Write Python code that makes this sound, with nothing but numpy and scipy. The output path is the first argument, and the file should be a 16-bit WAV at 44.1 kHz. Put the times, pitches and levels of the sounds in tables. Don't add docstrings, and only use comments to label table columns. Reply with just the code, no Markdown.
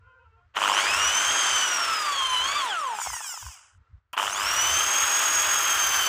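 import sys
import numpy as np
from scipy import signal
from scipy.fft import rfft, irfft
from scipy.io import wavfile
from scipy.ndimage import uniform_filter1d

SR = 44100
rng = np.random.default_rng(int(sys.argv[2]) if len(sys.argv) > 2 else 0)


def unload_wav(signal):
    wavfile.write(
        sys.argv[1],
        SR,
        np.round(np.clip(np.atleast_2d(signal).T, -1, 1) * 32767).astype(np.int16),
    )


N = 268128
TIME = np.arange(N) / SR
TOP_HZ = 15550

# (frequency [Hz], level [dB])
CLANK_SPECTRUM = [(550, -18.5), (1050, -0.5), (1500, -8.5), (2100, -21), (3000, -3.5), (3600, -30.5),
                  (4200, -38.5)]


def amp(db):
    return 10 ** (np.asarray(db) / 20)


def unit_rms(x):
    return x / np.sqrt(np.mean(x ** 2) + 1e-20)


def level_at(spectrum, hz):
    freqs, db = np.transpose(spectrum)
    return np.interp(np.log(hz + 1), np.log(freqs + 1), db, db[0] - 25, db[-1] - 25)


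def curves(rows):
    times, *columns = np.transpose(rows)
    return [np.interp(TIME, times, column) for column in columns]


def add(mix, start, sound):
    part = mix[round(start * SR):][:len(sound)]
    part += sound[:len(part)]


def drift(samples, size=N):
    return unit_rms(uniform_filter1d(uniform_filter1d(rng.standard_normal(size), samples), samples))


def noise(spectrum, grain_db=0., bursts=1):
    source = rng.standard_normal(N) * bursts * amp(grain_db * np.minimum(rng.exponential(1, N), 4))
    colour = amp(level_at(spectrum, np.fft.rfftfreq(N, 1 / SR)))
    return unit_rms(irfft(rfft(source) * colour, N))


def whine(tooth_hz, partials, flutter_db):
    cycles = np.cumsum(tooth_hz * (1 + .002 * drift(150) + .0008 * drift(1500))) / SR
    out = np.zeros(N)
    for order, db in partials:
        flutter = 2 * np.tanh((drift(1400) + drift(110)) / 2)
        tone = np.sqrt(2) * np.sin(2 * np.pi * (order * cycles + rng.random()))
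        out += amp(db + flutter_db * flutter) * (order * tooth_hz < TOP_HZ) * tone
    return out


def yard():
    # (frequency [Hz], level [dB])
    spectrum = [(120, -34.5), (200, -13), (581, -10), (762, -10), (1330, 0), (2440, -14), (7800, -31),
                (9000, -44.5), (11700, -66.5), (19800, -120)]
    # (time [s], level [dB])
    fader = [(0, -73), (3.98, -73.5), (4.02, -83)]
    return amp(curves(fader)[0]) * noise(spectrum)


def far_tones():
    # (start [s], end [s], pitch [Hz], level [dB])
    notes = [(0, 0.297, 511, -55), (0, 0.328, 476, -59), (0, 0.116, 455, -62), (0.235, 0.421, 450, -58.5),
             (0.352, 0.475, 356, -61), (3.767, 3.9, 452, -68)]
    # (frequency [Hz], gain [dB])
    colour = [(400, -16), (900, -14), (1400, -3), (1900, -32.5), (2700, -22.5), (3200, -30.5), (4300, -120)]
    out = np.zeros(N)
    for start, end, hz, db in notes:
        size = round((end - start) * SR)
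        cycles = np.cumsum(hz * (1 + .007 * drift(900, size))) / SR
        note = np.zeros(size)
        for k in range(1, 10):
            flicker_db = 8 * np.tanh(drift(900, size))
            note += amp(level_at(colour, k * hz) + flicker_db) * np.sin(2 * np.pi * k * cycles)
        add(out, start, amp(db) * note * signal.windows.tukey(size, .4))
    return out


def wind():
    # (centre [s], length [s], level [dB])
    puffs = [(0.02, 0.15, -56), (0.363, 0.41, -63.5), (1.024, 0.32, -52), (1.3, 0.089, -56),
             (1.52, 0.11, -59), (1.88, .14, -62), (2.381, .45, -58), (3.11, 0.092, -47.5),
             (3.47, 0.088, -45), (3.789, 0.089, -54), (3.945, 0.087, -51.5), (4.27, 0.072, -55.5),
             (4.629, 0.5, -50.5), (5.03, .1, -54), (5.4, 0.34, -56), (5.851, 0.52, -56.5)]
    # (frequency [Hz], level [dB])
    spectrum = [(12, -59.5), (20, -24.5), (60, -0.5), (81, 3), (110, -3.5), (146, -23.5), (260, -33.5),
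                (340, -73), (570, -120)]
    swell = sum(amp(db) * np.exp(-(2 * (TIME - centre) / length) ** 4) for centre, length, db in puffs)
    return (amp(-76) + swell) * noise(spectrum)


def trigger_clicks():
    # (time [s], level [dB])
    clicks = [(0.552, -45), (0.559, -34), (4.13, -27.5)]
    snap_t60_s, clank_t60_s = .08, .11
    out, t = np.zeros(N), np.arange(2500) / SR
    casing = noise(CLANK_SPECTRUM)[:len(clicks) * len(t)].reshape(len(clicks), -1)
    for (start, db), ringing in zip(clicks, casing):
        snap = amp(-12.5 - 60 * t / snap_t60_s) * rng.standard_normal(len(t))
        clank = amp(-60 * t / clank_t60_s) * np.minimum(t / .0051, 1) * ringing
        add(out, start, amp(db) * (snap + clank))
    return out


def gear_knocks():
    # (time [s], level [dB])
    knocks = [(2.986, -12), (2.998, -15), (3.015, -15), (3.049, -21), (3.061, -16.5), (3.07, -13.5),
              (3.101, -18.5), (3.131, -18.5), (3.138, -17), (3.164, -19.5), (3.205, -22), (3.211, -22),
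              (3.244, -24.5), (3.262, -30), (3.291, -27), (3.326, -28), (3.34, -24), (3.374, -21.5),
              (3.426, -24), (3.464, -24), (3.485, -29), (4.175, -14.5), (4.182, -18), (4.192, -12),
              (4.201, -15), (4.224, -19), (4.237, -31)]
    # (frequency [Hz], level [dB], t60 [s])
    casing_modes = [(940, 0, .017), (1400, 2, 0.009), (2975, -11, 0.009)]
    out, t = np.zeros(N), np.arange(2500) / SR
    attack = (1 - np.exp(-t / .0012)) ** 2

    def ring(modes):
        detune = 1 + .05 * rng.standard_normal()
        return attack * sum(amp(db - 60 * t / t60) * np.sin(2 * np.pi * hz * detune * t)
                            for hz, db, t60 in modes)

    for start, db in knocks:
        add(out, start, amp(db) * ring(casing_modes))
    tick_span_s, tick_gap_s = (3.535, 3.75), .014
    for start in np.arange(*tick_span_s, tick_gap_s):
        db = np.interp(start, tick_span_s, [-34, -45]) + 2.8 * np.tanh(rng.standard_normal())
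        jitter = .35 * tick_gap_s * rng.standard_normal()
        add(out, start + jitter, amp(db) * ring(casing_modes[1:]))
    return out


def wood_cut(load_db, restart_s):
    # (frequency [Hz], level [dB])
    spectrum = [(76, -28.5), (130, -13.5), (198, -12), (387, -2), (434, -3.5), (700, 4.5), (910, -30.5),
                (1540, -120)]
    bit_out = (TIME > 2.92) & (TIME <= restart_s)
    return amp(load_db - 17 - 23 * bit_out + .6 * drift(900)) * noise(spectrum)


def brush_hiss(tooth_hz, hiss_db, sizzle_db):
    # (frequency [Hz], level [dB])
    spectrum = [(2530, -53), (4300, -31), (4810, 9.5), (5440, 9), (6430, 11.5), (7680, 11.5), (10100, -0.5),
                (10900, -12.5), (13300, -16.5), (15500, -9.5)]
    # (multiple of the tooth rate, level against the sizzle [dB])
    whistles = [(7, -13), (8, -9), (10, -10)]
    air = noise(spectrum, grain_db=4) * amp(.73 * drift(400))
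    body = signal.oaconvolve(air, signal.firwin(61, 10700, fs=SR), "same")
    sizzle = amp(sizzle_db + 1.7 * drift(250)) * unit_rms(air - body)
    partials = [(k, sizzle_db + db - 40 * (k * tooth_hz < 9000)) for k, db in whistles]
    return amp(hiss_db) * unit_rms(body) + sizzle + whine(tooth_hz, partials, flutter_db=3)


def commutator_overtones(tooth_hz, bar_db):
    # (frequency [Hz], gain [dB])
    casing = [(700, -14), (1000, -6), (2000, -4), (3200, -5), (4200, -20), (5000, -3), (6800, 0),
              (8000, -3), (10000, -12), (11500, -24), (15500, -24)]
    bars_per_tooth, squeal_order = 3, 10
    orders = bars_per_tooth * np.arange(2, 15)
    trims_db = [3, *(3 * np.tanh(rng.standard_normal(12)))]
    partials = [(k, bar_db + db + level_at(casing, k * tooth_hz)) for k, db in zip(orders, trims_db)]
    squeal_hz = squeal_order * tooth_hz
    off_band = (squeal_hz < 9300) | (squeal_hz > 10700)
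    partials.append((squeal_order, bar_db - 8 - 40 * off_band))
    return whine(tooth_hz, partials, flutter_db=5.2)


def gear_grind(tooth_hz, load_db, jerk_depth):
    # (frequency [Hz], level [dB])
    spectrum = [(380, -43), (650, -2), (741, -7), (804, 6), (995, 11.5), (1310, 16), (2100, 8.5),
                (3180, 10.5), (4040, -1.5), (4600, -1), (5980, -47), (10100, -120)]
    pulse_hz = 100
    pulses = np.exp(2.4 * np.cos(2 * np.pi * pulse_hz * (TIME - .009)))
    jerks = unit_rms(pulses * amp(3 * np.tanh(drift(300))))
    bursts = 1 - jerk_depth + jerk_depth * jerks
    grind = amp(.8 * drift(540)) * noise(spectrum, grain_db=1.24, bursts=bursts)
    rattle = noise(CLANK_SPECTRUM, grain_db=3, bursts=bursts)
    slack = .85 * np.maximum(jerk_depth / .65, np.clip(1.6 - tooth_hz / 300, 0, 1))
    return amp(load_db) * (np.sqrt(1 - slack ** 2) * grind + slack * rattle)


def gear_and_bar_whine(tooth_hz, accel, load_db, bar_db, jerk_depth, flutter):
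    # (frequency [Hz], gain [dB])
    casing = [(400, -55), (800, -35.5), (1050, -27), (1300, -29), (1620, -41.5), (2200, -48.5), (2600, -41),
              (3050, -23.5), (3300, -21.5), (3600, -31), (4200, -41), (4800, -36), (5400, -32.5),
              (6400, -28), (8000, -18)]
    trims_db = [-1.8, 42, 0]
    # (time [s], level [dB])
    second_fader = [(.6, -43), (.85, -25.5), (.93, -24), (1.1, -31), (1.27, -32.5), (1.6, -29.5),
                    (1.9, -46), (2.1, -52), (2.42, -54), (2.55, -32), (2.65, -60), (2.73, -32), (2.95, -31),
                    (3.03, -67), (4.15, -84), (4.4, -44), (4.63, -27), (4.9, -35.5), (5.3, -41.5),
                    (6.08, -33)]
    # (multiple of the tooth rate, level against harmonic 4 [dB])
    side_tones = [(.5, -19), (5, -22)]
    full_load_db, free_hz = -24.5, 420
    parting = 5 * (1 - tooth_hz / free_hz)
    contact_db = .18 * (load_db - full_load_db) - 35 * np.clip(parting, 0, 1)
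    breakup_db = -90 * np.maximum(jerk_depth - .43, 0)
    braking = uniform_filter1d(np.clip(-accel / 2000, 0, 1) ** 2, size=6000, origin=2500)
    drive_db = {1: contact_db + .5 * braking,
                3: bar_db + breakup_db - 35 * (tooth_hz < free_hz) - 12.5 * braking,
                4: contact_db + breakup_db - 11 * braking}
    level_db = {k: drive_db[k] + db + level_at(casing, k * tooth_hz) for k, db in zip(drive_db, trims_db)}
    level_db[2] = curves(second_fader)[0] - 35 * np.clip(parting - 1, 0, 1)
    body = whine(tooth_hz, [(k, level_db[k]) for k in (1, 2, 3)], flutter_db=3.5)
    edge = whine(tooth_hz, [(k, level_db[4] + db) for k, db in [(4, 0), *side_tones]], flutter_db=3)
    return (1 - jerk_depth) ** 2 * body + flutter * edge


def drill():
    # (time [s], tooth rate [Hz])
    speed = [
        [(0.56, 274), (0.66, 644), (0.752, 967), (0.86, 1200), (0.996, 1406), (1.14, 1520), (1.266, 1583),
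         (1.348, 1620), (1.582, 1525), (1.896, 1330), (2.156, 1111), (2.244, 1050), (2.394, 995.4),
         (2.464, 1082), (2.575, 1187), (2.642, 1037), (2.742, 721), (2.856, 534.1), (2.946, 427), (3.2, 297.1),
         (3.452, 169), (3.78, 38.1)],
        [(4.17, 340.3), (4.254, 765), (4.344, 1091), (4.466, 1371), (4.626, 1488), (4.792, 1582), (4.908, 1613),
         (5.08, 1640), (5.26, 1651), (5.532, 1641), (5.8, 1589), (6.08, 1526)],
    ]
    # (time [s], gear load [dB], hiss [dB], sizzle [dB], commutator [dB])
    effort = [
        [(0.54, -57, -90, -107, -90), (0.57, -22.5, -54, -58, -50), (0.6, -26, -38.5, -55, -55),
         (0.64, -21.5, -38, -50, -40.5), (.8, -24, -34, -53, -41.5), (1.0, -25.5, -33, -49.5, -60),
         (1.5, -26.5, -31.5, -51.5, -46), (1.94, -29.5, -38, -52, -61), (2.3, -33.5, -41, -58, -45),
         (2.5, -29.5, -39.5, -55, -46.5), (2.62, -31.5, -40.5, -56, -52.5), (2.84, -39.5, -49, -69.5, -47),
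         (2.94, -40.5, -51.5, -62, -56), (3.02, -40, -38, -51, -45), (3.33, -51.5, -45.5, -51, -48.5),
         (3.54, -56, -49, -64, -63.5), (3.69, -66, -63, -104, -79), (3.78, -81, -81.5, -101, -101)],
        [(4.166, -29, -59, -70, -70), (4.18, -25.5, -41, -50, -61), (4.234, -27, -36, -48, -74),
         (4.33, -31, -40, -54, -41), (4.45, -27, -36.5, -46, -46), (4.7, -27, -32.5, -43.5, -48),
         (5.34, -27, -31.5, -42, -59), (6.08, -28, -34, -38.5, -47)],
    ]
    tooth_hz = uniform_filter1d(curves(np.vstack(speed))[0], size=900)
    load_db, hiss_db, sizzle_db, bar_db = curves(np.vstack(effort))
    running = sum((TIME > run[0][0]) * (TIME <= run[-1][0]) * 1. for run in effort)
    accel = uniform_filter1d(np.gradient(tooth_hz) * SR, 2000)
    jerk_depth = np.clip(accel / 5500 + .06, 0, .65)
    flutter_hz, flutter_db = tooth_hz / 38, 1.3
    flutter = amp(flutter_db * np.cos(2 * np.pi * np.cumsum(flutter_hz) / SR))
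    cut = wood_cut(load_db, restart_s=effort[1][0][0])
    motor = brush_hiss(tooth_hz, hiss_db, sizzle_db) + commutator_overtones(tooth_hz, bar_db)
    grind = gear_grind(tooth_hz, load_db, jerk_depth)
    tones = gear_and_bar_whine(tooth_hz, accel, load_db, bar_db, jerk_depth, flutter)
    return uniform_filter1d(running, 200) * (cut + flutter * motor + grind + tones)


def scene():
    return (yard() + far_tones() + wind() + trigger_clicks() + gear_knocks() + drill())[None]


def record(dry):
    return signal.oaconvolve(dry, signal.firwin(511, TOP_HZ, window=("kaiser", 9), fs=SR)[None], "same")


dry = scene()
out = record(dry)
unload_wav(out)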